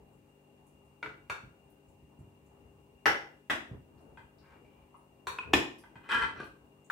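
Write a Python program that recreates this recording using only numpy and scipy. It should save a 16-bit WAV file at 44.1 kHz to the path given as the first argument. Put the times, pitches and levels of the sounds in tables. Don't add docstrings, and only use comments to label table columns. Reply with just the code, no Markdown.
import sys
import numpy as np
from scipy import signal
from scipy.fft import rfft, irfft, next_fast_len
from scipy.io import wavfile
from scipy.ndimage import uniform_filter1d, map_coordinates

SR = 44100
rng = np.random.default_rng(int(sys.argv[2]) if len(sys.argv) > 2 else 0)


def to_linear_factor(level_db):
    exponent = np.asarray(level_db, float) / 20
    return 10 ** exponent


def waveform_to_disk(signal):
    frames = np.transpose(np.atleast_2d(signal))
    scaled = np.clip(frames, -1, 1) * 32767
    samples = np.round(scaled).astype(np.int16)
    wavfile.write(sys.argv[1], SR, samples)


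N = 304731
SPAN = 20480

# pitch_hz, level_db (rms)
FRIDGE_HUM = [(96.9, -78.5), (145.3, -70), (199.2, -74), (247.6, -74), (296.1, -77), (344.5, -94),
              (398.4, -73.5), (543.7, -78), (640.6, -86), (829.0, -82.5)]
# pitch_hz, width_hz, level_db (rms)
FRIDGE_WHINE = [(2791, 57, -77.5), (2400, 26, -89)]
# freq_hz, level_db (per Hz)
RUMBLE_COLOUR = [(15, -34.5), (25, -16.5), (58, 8), (136, -2), (248, -8.5), (343, -31), (399, -2.5),
                 (500, -11.5), (650, -33), (1100, -120)]
AIR_COLOUR = [(150, -26.5), (250, 0.5), (345, 2.5), (400, -4), (468, -4.5), (875, -2), (1390, -14.5),
              (2000, -20), (2600, -30), (4400, -120)]
HISS_COLOUR = [(710, -42), (1200, -12.5), (1400, -21.5), (2350, -12), (2530, -13.5), (2790, -7),
               (2890, -12), (3110, -17.5), (5180, -23), (8630, -17.5), (10400, -23), (15200, -20),
               (16000, -20)]
# middle_s (of the swell), length_s, swell_db
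WEIGHT_SHIFTS = [(0.023, 0.49, 4.5), (2.24, 0.14, 5), (2.597, 0.48, 3.5), (3.19, 0.43, 11),
                 (3.738, 0.2, 17.5), (4.06, 0.62, 9), (4.626, 0.68, 6.5), (5.533, .3, 24),
                 (5.834, 0.77, 3.5), (6.304, 0.63, 16.5), (6.662, 0.19, 3.5)]
# freq_hz, likeness (1 same, 0 unrelated)
STEREO_LIKENESS = [(60, 0.97), (180, 0.87), (550, 0.45), (1650, -0.22), (4970, -0.004), (15000, -0.15)]
# freq_hz, left_minus_right_db
BACKGROUND_LEAN = [(60, 4), (130, 2), (290, 6.5), (640, -0.5), (1410, 0.5), (3100, 4), (6820, 0.5),
                   (15000, 0)]
# freq_hz, left_minus_right_db
MIC_DIFFERENCE = [(100, -2), (400, 3), (2000, 0.5), (4500, 1.5), (10000, -1.5)]
# freq_hz, decay_s (to fall 60 dB)
KITCHEN_DECAY = [(70, 0.15), (250, 0.56), (1000, 0.38), (3000, 0.38), (7000, 0.36), (14000, 0.27)]

# pitch_hz, width_hz, level_db
TABLE_MODES = [(67.4, 27, 2), (136.5, 39, 1.5), (313, 110, -6.5)]
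# start_s, peak_db
PUSHES = [
    (1.432, -40),
    (2.021, -46.5),
    (2.186, -40),
    (3.71, -32.5),
    (6.149, -42),
]
# start_s, peak_db, pitch_hz, spread (0 narrow to 1 wide)
SAUCE_SMACKS = [(0.1334, -68, 8600, 0.7), (0.2694, -69, 7640, 0.5), (0.6669, -60, 8700, 0.9),
                (0.8494, -70, 8670, 0.6), (1.7015, -57, 12500, 1), (1.886, -62, 7850, 0.6),
                (2.1904, -63.5, 8350, 0.65), (2.4608, -64, 7600, 0.5), (3.981, -66, 4680, 0.8),
                (4.385, -59.5, 4600, 0.37), (4.968, -63.5, 9460, 0.24), (5.784, -57.5, 5370, 0.44),
                (6.845, -60, 7500, 0.4),
                (4.0092, -62.5, 9160, 0.69),
    (5.7847, -52.5, 9800, 0.48),
    (6.3999, -54.5, 8200, 0.65),
    (6.4436, -56, 9450, 0.74),
]

# start_s, rise_s, hold_s, pressure_db
SLIDES = [
    (4.372, 0.085, 0.12, -62),
]
GLIDES = [
    (4.597, 0.054, 0.18, -71.5),
]
DRAGS = [
    (5.98, 0.12, 0.019, -47.5),
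    (6.086, 0.034, 0.058, -25.5),
    (6.2, 0.019, 0.025, -29.5),
]
LIFTS = [
    (6.32, 0.056, 0.016, -45.5),
    (6.385, 0.018, 0.0098, -39),
]
# start_s, peak_db
SNAGS = [(6.098, -33), (6.107, -35), (6.115, -29), (6.127, -21), (6.136, -32), (6.155, -27), (6.175, -29),
         (6.197, -29), (6.225, -26.5), (6.235, -31), (6.249, -36), (6.361, -52)]
# freq_hz, level_db (per Hz)
GLAZE_GRIT = [(120, -57), (200, -10), (728, -22.5), (923, 3), (1030, -10.5), (1650, -2), (2170, -15.5),
              (3120, -19.5), (15500, -63.5)]
# pitch_hz, width_hz, level_db
SPOON_MODES = [(3084, 32, 3.5), (5820, 87, -23), (7790, 28, -17.5), (11300, 220, -25.5)]

# start_s, peak_db, thud_db (of the table)
TAPS = [
    (1.028, -22.5, -33),
    (1.06, -26.5, -18),
]
SIDE_KNOCKS = [
    (1.298, -23, -17.5),
]
RIM_KNOCKS = [
    (3.0574, -11.5, -28.5),
]
LIP_KNOCKS = [
    (3.499, -21, -24),
]
NUDGES = [
    (4.173, -39, -13),
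    (5.838, -44.5, -40),
    (5.956, -39.5, -6.5),
]
PATS = [
    (4.942, -46, -19),
]
EDGE_KNOCKS = [
    (5.27, -20, -23.5),
]
CLINKS = [
    (5.386, -20, -26.5),
    (5.435, -37.5, -31.5),
]
DROPS = [
    (5.5335, -22, -13.5),
    (5.5362, -6.5, -15),
]
BASE_KNOCKS = [
    (6.09, -26.5, -35),
]
LIFT_KNOCKS = [
    (6.401, -28.5, -17),
    (6.432, -35.5, -12),
    (6.452, -39.5, -25),
]
LAST_KNOCKS = [
    (6.9003, -18.5, -31),
]

# pitch_hz, width_hz, level_db
TAP_MODES = [(431, 7.2, -3), (921, 70, -6.5), (1435, 105, 1.5), (2016, 20, -1.5), (2277, 6.2, 1),
             (2680, 26, -15), (2830, 30, -12.5), (3680, 46, -14.5), (4300, 90, -21)]
SIDE_MODES = [(956, 90, 2.5), (1410, 65, 10.5), (1630, 82, 7.5), (2290, 34, 7), (2650, 110, 3),
              (3620, 70, -0.5), (4400, 76, -3.5), (5870, 150, -9.5), (7050, 65, -18)]
RIM_MODES = [(579, 5.8, -11), (805, 24, 1.5), (1356, 210, -2), (1502, 73, 2), (1680, 51, 3.5),
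             (2010, 32, 3), (2890, 200, -13), (3094, 60.5, -12), (5530, 108, -10)]
LIP_MODES = [(308, 114, -22), (634, 22, 8), (1490, 87, 3), (1960, 27, 19), (2900, 100, -4.5),
             (5200, 80, -44), (3320, 72, -11), (6880, 57, -29)]
NUDGE_MODES = [(918, 160, -2), (1566, 82, 0.5), (2035, 12, -2.5), (2680, 66, -27), (3160, 70, -8.5),
               (3820, 70, -45)]
PAT_MODES = [(993, 180, 2.5), (1290, 70, 1), (2050, 67, -11)]
EDGE_MODES = [(465, 28.6, -0.5), (1020, 47, 13.5), (1548, 173, 6), (2570, 170, -1.5), (3740, 86, 3),
              (4810, 39, -43.5), (5900, 15.95, -0.5)]
CLINK_MODES = [(1022, 99, -12), (1432, 63, -13), (2538, 44, -3.5), (3500, 24, -36.5), (5500, 220, -54.5)]
DROP_MODES = [(300, 69, -5.5), (442, 60, -7.5), (1021, 28, -3), (1794, 19, 2.5), (2490, 20, 4),
              (2900, 47, -12), (3380, 85, -4), (4210, 60, -18), (4900, 27, -10), (5540, 29, -11),
              (6960, 52, -10.5)]
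BASE_MODES = [(424, 47, -11.5), (963, 7.1, -0.5), (1118, 9.1, 2.5), (1372, 10, 6), (1627, 31, 6.5),
              (1960, 49, -18), (2040, 6.7, -1.5), (2496, 31, -3), (3120, 34, -15.5), (4170, 120, -21.5),
              (6100, 60, -43), (8040, 90, -36)]
LIFT_MODES = [(324, 160, 4), (1190, 33, 7), (1540, 25, 11), (1595, 15, 9), (1960, 71, -5), (2450, 72, -1),
              (3040, 150, -7.5), (4230, 350, -12.5), (5650, 44, -13)]
LAST_MODES = [(1100, 150, 0.5), (1450, 127, 10.5), (1780, 185, 6), (2580, 80, -7), (3650, 250, -10)]
SLIDE_MODES = [(1170, 120, 4), (1570, 75, 0), (2070, 47, -8), (2360, 37, 3.5), (2980, 220, -10.5)]

# freq_hz, level_db (per Hz)
TAP_CLATTER = [(120, -31), (200, -10), (352, 4), (392, -39), (446, -3), (1170, 0.5), (1380, 10.5),
               (1840, 0.5), (2290, -4.5), (2900, -6.5), (5000, -20), (15500, -35)]
SIDE_CLATTER = [(120, -51), (200, -9), (497, 0), (690, -5.5), (1380, 7), (1810, -6), (2210, 0), (3120, -15),
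                (3550, -31), (6830, -16), (15500, -30)]
RIM_CLATTER = [(120, -36), (200, -21), (315, -8), (525, -11), (618, -10.5), (950, -8), (1450, -14.5),
               (1780, -5.5), (3000, -13), (3600, -20), (5590, -25), (6350, -33), (15500, -36)]
LIP_CLATTER = [(120, -8), (200, -14), (310, -6.5), (525, -18.5), (618, -7.5), (798, -8.5), (1300, -10),
               (1840, -2.5), (2330, -9.5), (3500, -13), (4100, -24.5), (7000, -29.5), (15500, -40)]
EDGE_CLATTER = [(120, -11.5), (200, -13.5), (446, 4), (600, -22.5), (1090, -8.5), (1910, -1), (2130, -23.5),
                (2330, 4.5), (3120, -21.5), (4330, -2), (5110, -34.5), (7220, -11.5), (15500, -23.5)]
DROP_CLATTER = [(120, -45.5), (200, -11), (310, -3.5), (525, -17.5), (874, -8.5), (1280, -15.5),
                (2510, -17.5), (2800, -10.5), (3300, -16), (4400, -27.5), (6240, -29.5), (15500, -38)]
BASE_CLATTER = [(120, -45), (200, -22), (407, -6), (728, -23), (923, 3), (1030, -12), (1650, -5),
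                (2170, -23), (2470, 0), (2800, -21.5), (3120, -16), (3680, -21), (6710, -36.5),
                (7760, -24.5), (15500, -56.5)]


def unit(x):
    return x / np.sqrt(np.mean(x ** 2) + 1e-20)


def along(points, hz):
    f, value = np.transpose(points)
    return np.interp(np.log(hz + 1), np.log(f + 1), value)


def wobble(rate, size=N):
    coarse = np.arange(0, size + 64, 64)
    knots = rng.standard_normal(int(size * rate / SR) + 4)
    curve = map_coordinates(knots, [coarse * rate / SR])
    return np.interp(np.arange(size), coarse, curve)


def filtered(x, response):
    n = x.shape[-1]
    padded = 2 * next_fast_len(n // 2 + 2048)
    hz = np.fft.rfftfreq(padded, 1 / SR)
    return irfft(rfft(x, padded) * response(hz), padded)[..., :n]


def body(modes, damping):
    def response(f):
        total = 0
        for k, (pitch_hz, width_hz, level_db) in enumerate(modes):
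            loss = 1j * f * (width_hz * damping + pitch_hz / 55)
            sign = (-1) ** k
            total = total + sign * to_linear_factor(level_db) * loss / (pitch_hz ** 2 - f ** 2 + loss)
        return total
    return response


def causal(spectrum):
    def response(hz):
        cepstrum = irfft(np.log(to_linear_factor(along(spectrum, hz)) + 1e-4))
        cepstrum[1:len(hz) - 1] *= 2
        cepstrum[len(hz):] = 0
        return np.exp(rfft(cepstrum))
    return response


def diffuse(pair):
    def mid_and_side(hz):
        angle = np.arccos(np.clip(along(STEREO_LIKENESS, hz), -1, 1)) / 2
        return np.array([np.cos(angle), np.sin(angle)])
    mid, side = filtered(pair, mid_and_side)
    return np.array([mid + side, mid - side])


def room(x):
    gap_s, rise_s = 0.00065, 0.0014
    hz, t, z = signal.stft(rng.standard_normal((2, SPAN)), SR, nperseg=256)
    decay = to_linear_factor(-60 * t / along(KITCHEN_DECAY, hz)[:, None])
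    tail = diffuse(signal.istft(z * decay, SR, nperseg=256)[1][:, :SPAN])
    since_gap_s = np.clip(np.arange(SPAN) / SR - gap_s, 0, None)
    tail = tail * (1 - np.exp(-since_gap_s / rise_s))
    tail = tail / np.linalg.norm(tail[0])
    return signal.fftconvolve(x[None], tail, axes=1)[:, :len(x)]


def add(out, start_s, sound):
    start = round(start_s * SR)
    part = out[:, start:start + SPAN]
    part += sound[:, :part.shape[1]]


def struck(response, chatter_s):
    knots = rng.random(64) ** 2

    def chattering(f):
        lag_s = chatter_s * np.interp(f, np.arange(len(knots)) * 350, knots)
        return response(f) * np.exp(-2j * np.pi * f[1] * np.cumsum(lag_s))
    ring = filtered(signal.unit_impulse(SPAN // 2), chattering)
    return np.pad(ring / np.max(np.abs(ring)), (0, SPAN // 2))


def softened(response, soft_hz):
    return lambda f: response(f) / (1 + 1j * f / soft_hz) ** 2


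def rush(spectrum, patchy_db):
    z = signal.stft(rng.standard_normal((2, N)), nperseg=512)[2]
    patches = uniform_filter1d(rng.standard_normal(z.shape[1:]), 6, 0)
    patches = unit(uniform_filter1d(patches, 14, 1))
    pair = signal.istft(z * to_linear_factor(patchy_db * patches), nperseg=512)[1][:, :N]
    return unit(filtered(diffuse(pair), lambda hz: to_linear_factor(along(spectrum, hz))))


def fridge_hum():
    t = np.arange(N) / SR
    hum = np.zeros(N)
    for pitch_hz, level_db in FRIDGE_HUM:
        level = 2 ** .5 * to_linear_factor(level_db + 0.39 * wobble(2.4))
        phase = 0.55 * wobble(7.2) + 2 * np.pi * rng.random()
        hum += level * np.sin(2 * np.pi * pitch_hz * t + phase)
    return hum


def fridge_whine():
    whine = np.zeros((2, N))
    for pitch_hz, width_hz, level_db in FRIDGE_WHINE:
        def band(f):
            return 1 / (1 + (2 * (f - pitch_hz) / width_hz) ** 2)
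        whine += to_linear_factor(level_db) * unit(filtered(rng.standard_normal((2, N)), band))
    return whine


def weight_swell():
    t = np.arange(N) / SR
    swell_db = np.zeros(N)
    for middle_s, length_s, rise_db in WEIGHT_SHIFTS:
        swell_db += rise_db * np.cos(np.pi * np.clip((t - middle_s) / length_s, -.5, .5)) ** 2
    return swell_db


def room_boom(swell_db):
    boom_hz = 65
    level = to_linear_factor(-76 + 0.43 * swell_db + 3 * wobble(5.77))
    return level * np.sin(2 * np.pi * boom_hz * np.arange(N) / SR + 1.26 * wobble(4.9))


def background():
    swell_db = weight_swell()
    rumble = to_linear_factor(-65.5 + swell_db + wobble(2.4)) * rush(RUMBLE_COLOUR, patchy_db=2.5)
    air = to_linear_factor(-68 + 0.55 * swell_db + wobble(1.5)) * rush(AIR_COLOUR, patchy_db=2.0)
    hiss = to_linear_factor(-76) * rush(HISS_COLOUR, patchy_db=0.3)
    mix = fridge_hum() + fridge_whine() + room_boom(swell_db) + rumble + air + hiss
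    return filtered(mix, lambda hz: to_linear_factor(along(BACKGROUND_LEAN, hz) * np.array([[.5], [-.5]])))


def thuds():
    out = np.zeros((2, N))
    for start_s, peak_db in PUSHES:
        push = struck(softened(body(TABLE_MODES, 1), soft_hz=298), chatter_s=0.0037)
        add(out, start_s, to_linear_factor(peak_db - 3) * (push + 1.3 * room(push)))
    return out


def smacks():
    out = np.zeros((2, N))
    decay = to_linear_factor(-60 * np.arange(SPAN) / SR / 0.043)
    for start_s, peak_db, pitch_hz, spread in SAUCE_SMACKS:
        def band(f):
            return np.exp(-(np.log((f + 1) / pitch_hz) / max(spread, .05)) ** 2 * 4)
        tick = filtered(rng.standard_normal(SPAN) * decay, band)
        level = to_linear_factor(peak_db - 6) / np.max(np.abs(tick))
        add(out, start_s, level * (tick + to_linear_factor(7.5) * room(tick)))
    return out


def pressure(stroke, t):
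    sag_db, release_db_per_s = 4.5, 376
    total = 0
    for start_s, rise_s, hold_s, level_db in stroke:
        held_s = t - start_s - rise_s
        bearing = np.clip((t - start_s) / rise_s, 0, 1) ** 2
        sag = sag_db * np.clip(held_s / hold_s, 0, 1)
        release = release_db_per_s * np.clip(held_s - hold_s, 0, None)
        total = total + bearing * to_linear_factor(level_db - sag - release)
    return total


def spoon_stroke(stroke, modes, grit_db, spoon_db, snags=()):
    start_s, slips_per_s = stroke[0][0], 700
    t = np.arange(SPAN) / SR
    happens = rng.random((4, SPAN)) < slips_per_s / SR
    slips = happens * rng.standard_normal((4, SPAN)) * to_linear_factor(1.2 * rng.exponential(1, (4, SPAN)))
    slips = slips * to_linear_factor(1.55 * np.array([wobble(58.0, size=SPAN) for _ in slips]))
    slips[3] *= to_linear_factor(-36 * np.clip(t - .15, 0, None))

    def paths(f):
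        dish_a, dish_b = body(modes[::2], 1.3)(f), body(modes[1::2], 1.3)(f)
        grit = to_linear_factor(grit_db) * causal(GLAZE_GRIT)(f)
        spoon = to_linear_factor(spoon_db) * body(SPOON_MODES, 1.1)(f)
        dulling = (1 + 1j * f / 9000) * (1 + (f / 13500) ** 8)
        return np.array([dish_a, dish_b, grit, spoon]) / dulling

    drag = unit(filtered(slips, paths).sum(axis=0)) * to_linear_factor(-4.5) * pressure(stroke, start_s + t)
    for snag_s, peak_db in snags:
        shares = to_linear_factor(3 * rng.standard_normal((4, 1)))
        snag = struck(lambda f: (shares * paths(f)).sum(axis=0), chatter_s=.0012)
        delay = (snag_s - start_s) * SR
        begun = np.arange(SPAN) >= delay - 40
        drag += to_linear_factor(peak_db) * np.roll(snag, round(delay)) * begun
    out = np.zeros((2, N))
    add(out, start_s, drag * to_linear_factor([[1.2], [-1.2]]) + to_linear_factor(1.0) * room(drag))
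    return out


def scrape():
    return (spoon_stroke(SLIDES, SLIDE_MODES, grit_db=3, spoon_db=-30)
            + spoon_stroke(GLIDES, SLIDE_MODES[2:], grit_db=-12, spoon_db=-34)
            + spoon_stroke(DRAGS, BASE_MODES, grit_db=-4, spoon_db=-6, snags=SNAGS)
            + spoon_stroke(LIFTS, LIFT_MODES, grit_db=-5, spoon_db=-20))


def wall_path(f):
    wall_s, wall_db = .0052, -9
    return (1 + to_linear_factor(wall_db) * np.exp(-2j * np.pi * f * wall_s)) / (1 + 1j * f / 5000)


def knocks(rows, modes, clatter, clatter_db, room_db, damping, chatter_s, soft_hz, sent_db=-2):
    out = np.zeros((2, N))
    pan_db = np.array([[0.25], [-0.25]])
    for start_s, peak_db, thud_db in rows:
        ring = struck(softened(body(modes, damping), soft_hz), chatter_s)
        thud = struck(softened(body(TABLE_MODES, 1), 600), chatter_s)
        rest = to_linear_factor(clatter_db) * struck(causal(clatter), chatter_s) + to_linear_factor(thud_db) * thud
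        direct = filtered(ring + rest, wall_path)
        echoes = to_linear_factor(room_db) * (to_linear_factor(sent_db) * room(ring) + room(rest))
        add(out, start_s - .0005, to_linear_factor(peak_db - 3.5 + pan_db) * (direct + echoes))
    return out


def crockery():
    return (knocks(TAPS, TAP_MODES, TAP_CLATTER, clatter_db=-4.5, room_db=3.5,
                   damping=0.39, chatter_s=0.00306, sent_db=-6, soft_hz=4970)
            + knocks(SIDE_KNOCKS, SIDE_MODES, SIDE_CLATTER, clatter_db=1.5, room_db=2.0,
                     damping=0.67, chatter_s=0.0044, sent_db=3.0, soft_hz=7000)
            + knocks(RIM_KNOCKS, RIM_MODES, RIM_CLATTER, clatter_db=-0.8, room_db=9,
                     damping=0.8, chatter_s=0.0025, sent_db=-2.5, soft_hz=7000)
            + knocks(LIP_KNOCKS, LIP_MODES, LIP_CLATTER, clatter_db=4.5, room_db=10.5,
                     damping=0.69, chatter_s=0.0042, sent_db=-11, soft_hz=7010)
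            + knocks(NUDGES, NUDGE_MODES, BASE_CLATTER, clatter_db=-6.5, room_db=6.0,
                     damping=0.45, chatter_s=0.00249, soft_hz=3020)
            + knocks(PATS, PAT_MODES, BASE_CLATTER, clatter_db=-19.0, room_db=7.5,
                     damping=0.53, chatter_s=0.00275, soft_hz=1480)
            + knocks(EDGE_KNOCKS, EDGE_MODES, EDGE_CLATTER, clatter_db=-7.0, room_db=6.5,
                     damping=1.3, chatter_s=0.00376, sent_db=-2.0, soft_hz=7000)
            + knocks(CLINKS, CLINK_MODES, BASE_CLATTER, clatter_db=-11.5, room_db=2.0,
                     damping=0.35, chatter_s=0.0037, sent_db=-4, soft_hz=3000)
            + knocks(DROPS, DROP_MODES, DROP_CLATTER, clatter_db=2.5, room_db=-1.5,
                     damping=1.33, chatter_s=0.00281, sent_db=0.5, soft_hz=7100)
            + knocks(BASE_KNOCKS, BASE_MODES, BASE_CLATTER, clatter_db=0.5, room_db=6.0,
                     damping=1.05, chatter_s=0.0053, soft_hz=4000)
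            + knocks(LIFT_KNOCKS, LIFT_MODES, BASE_CLATTER, clatter_db=-12, room_db=-7.5,
                     damping=0.53, chatter_s=0.0025, soft_hz=3450)
            + knocks(LAST_KNOCKS, LAST_MODES, SIDE_CLATTER, clatter_db=-8.0, room_db=9.0,
                     damping=1.7, chatter_s=0.00256, soft_hz=3000))


def scene():
    return background() + thuds() + smacks() + scrape() + crockery()


def top_cut(x):
    return signal.sosfilt(signal.butter(12, 16460, fs=SR, output="sos"), x)


def record(dry):
    def microphones(hz):
        bass_cut = (1j * hz / (55 + 1j * hz)) ** 2
        band_limit = hz < 15790
        return bass_cut * band_limit * to_linear_factor(along(MIC_DIFFERENCE, hz) * np.array([[.5], [-.5]]))
    mix = filtered(dry, microphones)
    return top_cut(mix)


dry = scene()
out = record(dry)
waveform_to_disk(out)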